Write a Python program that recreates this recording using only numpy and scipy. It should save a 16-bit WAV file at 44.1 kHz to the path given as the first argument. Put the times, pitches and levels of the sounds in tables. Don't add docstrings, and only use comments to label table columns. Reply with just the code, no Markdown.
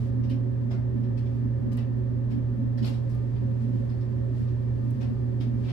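import sys
import numpy as np
from scipy import signal
from scipy.fft import rfft, irfft, next_fast_len
from scipy.io import wavfile
from scipy.ndimage import uniform_filter1d, map_coordinates

SR = 44100
rng = np.random.default_rng(int(sys.argv[2]) if len(sys.argv) > 2 else 0)


def dump_mix(stems):
    frames = np.atleast_2d(stems).T
    limited = np.clip(frames, -1, 1)
    pcm = np.round(limited * 32767).astype(np.int16)
    wavfile.write(sys.argv[1], SR, pcm)


N = 252252

# t/s, level/dB, brightness/dB, gathering time/s, main resonance/Hz
CLACKS = [(0.231, -59, -3, 0.006, 4820), (.287, -51.5, 5, 0.011, 2580), (.701, -48, 0.5, 0.01, 1300),
          (1.031, -63, -3, 0.005, 5000), (1.165, -59, 6.5, 0.011, 3000), (1.253, -61.5, 0, 0.0075, 3140),
          (1.711, -59, 10.5, 0.007, 2860), (1.765, -51.5, 2, 0.012, 2400), (2.298, -57.5, 3, 0.012, 2770),
          (2.771, -53.5, 0, 0.007, 4470), (2.819, -52.5, 6.5, .007, 4300), (2.843, -44, 5, 0.0012, 3800),
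          (2.849, -48, 10.5, .014, 3610), (2.91, -57.5, 7.5, .025, 3660), (3.086, -65.5, 16, .011, 4110),
          (3.344, -62.5, -8.5, 0.013, 3230), (3.886, -59, -3, .01, 4750), (4, -65, 1.5, 0.01, 4040),
          (4.467, -63.5, 5.5, 0.012, 3400), (4.996, -51.5, 1.5, 0.017, 1690),
          (5.397, -51.5, 3.5, 0.011, 3400), (5.62, -55.5, -7.5, 0.035, 3530),
          (5.67, -49.5, -7.5, 0.017, 3750)]
# f/Hz, level/dB
CLACK_COLOUR = [(100, -17.5), (650, 9), (1200, -0.5), (1900, -0.5), (2500, 0), (4000, -2.5), (5400, -1.5),
                (6200, -12.5), (7500, -15), (9500, -19), (12200, -20), (15500, -33.5)]
# t/s, level/dB
SCREW_TICKS = [(0.3, -57), (1.731, -52), (1.771, -46.5), (2.503, -63), (2.785, -58.5), (2.855, -44.5),
               (2.896, -52), (2.923, -57.5), (3.096, -56.5), (3.148, -56), (4.906, -52)]
# middle t/s, length/s, level/dB
CLOTH_STROKES = [(0.01, 0.14, -61.5), (1.349, .12, -70), (3.14, 0.08, -66.5), (3.63, .06, -67),
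                 (3.78, .16, -68.5), (4.398, 0.1, -64), (4.928, 0.25, -70), (5.702, .18, -64)]
# f/Hz, level/dB
CLOTH_COLOUR = [(200, -24), (1000, 4), (4800, 0.5), (6500, -6), (11500, -11.5), (15500, -19)]
# t/s, phase jump/cycles
HUM_STUTTERS = [(1.128, -0.16), (1.6, 0.43), (3.797, -0.2), (4.957, -0.67), (5.152, 0.98), (5.2, 0.11)]
# f/Hz, level/dB
RUSH_COLOUR = [(15, -13.5), (45, -8.5), (78, 1.5), (110, -1.5), (165, -12), (280, -5.5), (335, -16.5),
               (425, -13.5), (480, -27), (900, -29), (1420, -37.5), (2150, -45), (4800, -52), (6300, -58),
               (15500, -64)]
# f/Hz, half-width/Hz, level/dB
DUCT_MODES = [(228.1, 14, -4), (245, 23.6, -2.5), (372.6, 11.4, -7), (529, 20, -19.5), (547, 12, -15),
              (610, 21, -25.5), (1773, 150, -35)]
# start t/s, length/s, level/dB
LOUDER_RUMBLE = [(0.163, 0.058, -30.5), (0.28, 0.024, -33), (0.634, 0.03, -28.5), (1.068, 0.054, -34.5),
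                 (1.42, 0.056, -30.5), (1.628, 0.067, -31.5), (2.325, 0.077, -30), (2.583, 0.095, -31.5),
                 (2.792, 0.057, -29), (3.627, 0.033, -31), (4.402, 0.03, -31.5), (5.097, 0.044, -32),
                 (5.49, 0.12, -34)]
# f/Hz, level/dB
WHINE_LINES = [(733, -9), (858, 1), (1032, 2), (1205, 6.5), (2303, -9.5), (3063, -13), (3289, -15.5),
               (3603, -17.5), (3779, -18.5), (4054, -16), (4613, -11)]
# f/Hz, t60/s
ROOM_DECAY = [(200, 0.99), (2000, 0.31), (4500, 0.25), (8000, 0.25), (14000, 0.2)]
# f/Hz, correlation
MIC_LIKENESS = [(25, 0.48), (70, 0.6), (130, 1), (235, 0.18), (380, 0.06), (550, 0.04), (15000, 0.0034)]
# f/Hz, left minus right/dB
MIC_BALANCE = [(25, -9), (80, -0.5), (170, -0.5), (220, -3), (270, -3), (500, -6.5), (700, 2.5), (1800, 1),
               (2400, 8), (5000, -1.5), (8500, 2), (14000, -0.5)]


def clacks(gain_db=1, spiky=0.4, ring_db=-5, ring_width_hz=740, ring_growth=0.55, usual_db=-51):
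    out, t = np.zeros((2, N)), np.arange(SR // 5) / SR
    for s, db, bright_db, gather_s, ring_hz in CLACKS:
        force = np.minimum(t / gather_s, np.exp(1 - t / gather_s))
        contacts = force * rng.standard_normal(len(t)) * np.exp(spiky * rng.standard_normal(len(t)))
        ring = (ring_hz, ring_width_hz, ring_db + ring_growth * (db - usual_db))
        body = lambda hz: amp(along(CLACK_COLOUR, hz)) * (0.5 + resonances([ring], hz))
        hardness = lambda hz: amp(bright_db / (1 + (5500 / (hz + 1)) ** 4))
        clack = filtered(contacts, lambda hz: body(hz) * hardness(hz))
        at_mics = room(clack, direct=0.056)
        loudest_rms = np.sqrt(uniform_filter1d(np.mean(at_mics ** 2, axis=0), size=800).max())
        add(out, s, amp(db + gain_db) * at_mics / loudest_rms)
    return panned(pan_db=1) * out


def screw_ticks(decay_s=0.0027, edge_hz=7500, dull_hz=13000):
    out, t = np.zeros((2, N)), np.arange(SR // 20) / SR
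    treble = lambda hz: 1 / (1 + (edge_hz / (hz + 1)) ** 4) / (1 + (hz / dull_hz) ** 4)
    for s, db in SCREW_TICKS:
        snap = filtered(np.exp(-t / decay_s) * rng.standard_normal(len(t)), treble)
        add(out, s, amp(db) * room(snap, direct=2.0))
    return out


def brushing(crawl_start_s=2.7, crawl_rise_s=0.3, crawl_db=-71.5, grain_db=0.4):
    crawl = amp(crawl_db) * np.clip((np.arange(N) / SR - crawl_start_s) / crawl_rise_s, 0, 1)
    strokes = sum(amp(db) * swell(s, length) for s, length, db in CLOTH_STROKES)
    fibres = unit(filtered(rng.standard_normal((2, N)), lambda hz: amp(along(CLOTH_COLOUR, hz))))
    catches = amp(grain_db * wobble(84))
    return np.hypot(crawl, strokes) * catches * panned(pan_db=1) * fibres


def compressor_hum(hum_hz=119.96, level_db=-27.5, flutter_db=0.61, left_lead_rad=0.66, jump_s=0.011):
    t = np.arange(N) / SR
    tone = np.exp(2j * np.pi * hum_hz * t)
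    for s, jump in HUM_STUTTERS:
        after = .5 + .5 * np.tanh((t - s) / jump_s)
        tone *= 1 - after + after * np.exp(2j * np.pi * jump)
    mic_phase = left_lead_rad * np.array([[.5], [-.5]])
    at_mics = np.sqrt(2) * np.real(tone * np.exp(1j * mic_phase))
    return amp(level_db + flutter_db * wobble(14)) * panned(pan_db=-4.5) * at_mics


def blower(rush_db=-37, singing_db=-46, rumble_db=-39, uneven_db=3):
    rush = amp(rush_db) * room_noise(lambda hz: amp(along(RUSH_COLOUR, hz)))
    singing = amp(singing_db) * room_noise(lambda hz: resonances(DUCT_MODES[2:], hz))
    uneven = amp(rumble_db + uneven_db * wobble(12))
    louder = sum(amp(db) * swell(s + length / 2, length) for s, length, db in LOUDER_RUMBLE)
    rumble = steadied(room_noise(lambda hz: resonances(DUCT_MODES[:2], hz)))
    return rush + singing + np.hypot(uneven, louder) * rumble


def motor_whine(level_db=-67, half_width_hz=4):
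    lines = [(f, half_width_hz, db) for f, db in WHINE_LINES]
    return amp(level_db) * room_noise(lambda hz: resonances(lines, hz))


def room(x, direct, left_lag_s=0.0005):
    hz, t, spectra = signal.stft(rng.standard_normal((2, SR // 2)), SR, nperseg=256)
    decay = amp(-60 * t / along(ROOM_DECAY, hz)[:, None])
    impulse = signal.istft(spectra * decay, SR, nperseg=256)[1]
    impulse /= np.linalg.norm(impulse[0])
    impulse[0, round(left_lag_s * SR)] += direct
    impulse[1, 0] += direct
    return signal.fftconvolve(x[None], impulse, axes=1)


def room_noise(response):
    def mid_and_side(hz):
        spread = np.arccos(np.clip(along(MIC_LIKENESS, hz), -1, 1)) / 2
        return response(hz) * np.array([np.cos(spread), np.sin(spread)])
    mid, side = filtered(rng.standard_normal((2, N)), mid_and_side)
    return unit(microphones(np.array([mid + side, mid - side])))


def microphones(x):
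    return filtered(x, lambda hz: panned(along(MIC_BALANCE, hz)))


def resonances(peaks, hz):
    return sum(amp(db) / (1 + ((hz - f) / width) ** 2) for f, width, db in peaks)


def swell(middle_s, length_s):
    return np.exp(-2 * ((np.arange(N) / SR - middle_s) / length_s) ** 2)


def steadied(x):
    power = uniform_filter1d(np.mean(x ** 2, axis=0), size=3000)
    return x / np.sqrt(np.abs(power) + 1e-9)


def wobble(rate):
    knots = rng.standard_normal(int(N * rate / SR) + 4)
    return map_coordinates(knots, [np.arange(N) * rate / SR])


def amp(db):
    return 10 ** (np.asarray(db) / 20)


def unit(x):
    return x / np.sqrt(np.mean(x ** 2) + 1e-20)


def along(points, hz):
    f, values = np.transpose(points)
    return np.interp(np.log(hz + 1), np.log(f + 1), values)


def filtered(x, response):
    n = x.shape[-1]
    padded = next_fast_len(n + SR // 2)
    hz = np.fft.rfftfreq(padded, 1 / SR)
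    return irfft(rfft(x, padded) * response(hz), padded)[..., :n]


def panned(pan_db):
    return amp(np.array([[.5], [-.5]]) * pan_db)


def add(track, s, sound):
    part = track[:, round(s * SR):][:, :sound.shape[-1]]
    part += sound[..., :part.shape[-1]]


def scene():
    handling = microphones(clacks() + screw_ticks() + brushing())
    return handling + compressor_hum() + blower() + motor_whine()


def record(dry, fade_s=0.002, top_hz=15700):
    samples_from_edge = np.minimum(np.arange(N), np.arange(N)[::-1])
    fade = np.minimum(samples_from_edge / (fade_s * SR), 1)
    return filtered(dry * fade, lambda hz: hz < top_hz)


dry = scene()
out = record(dry)
dump_mix(out)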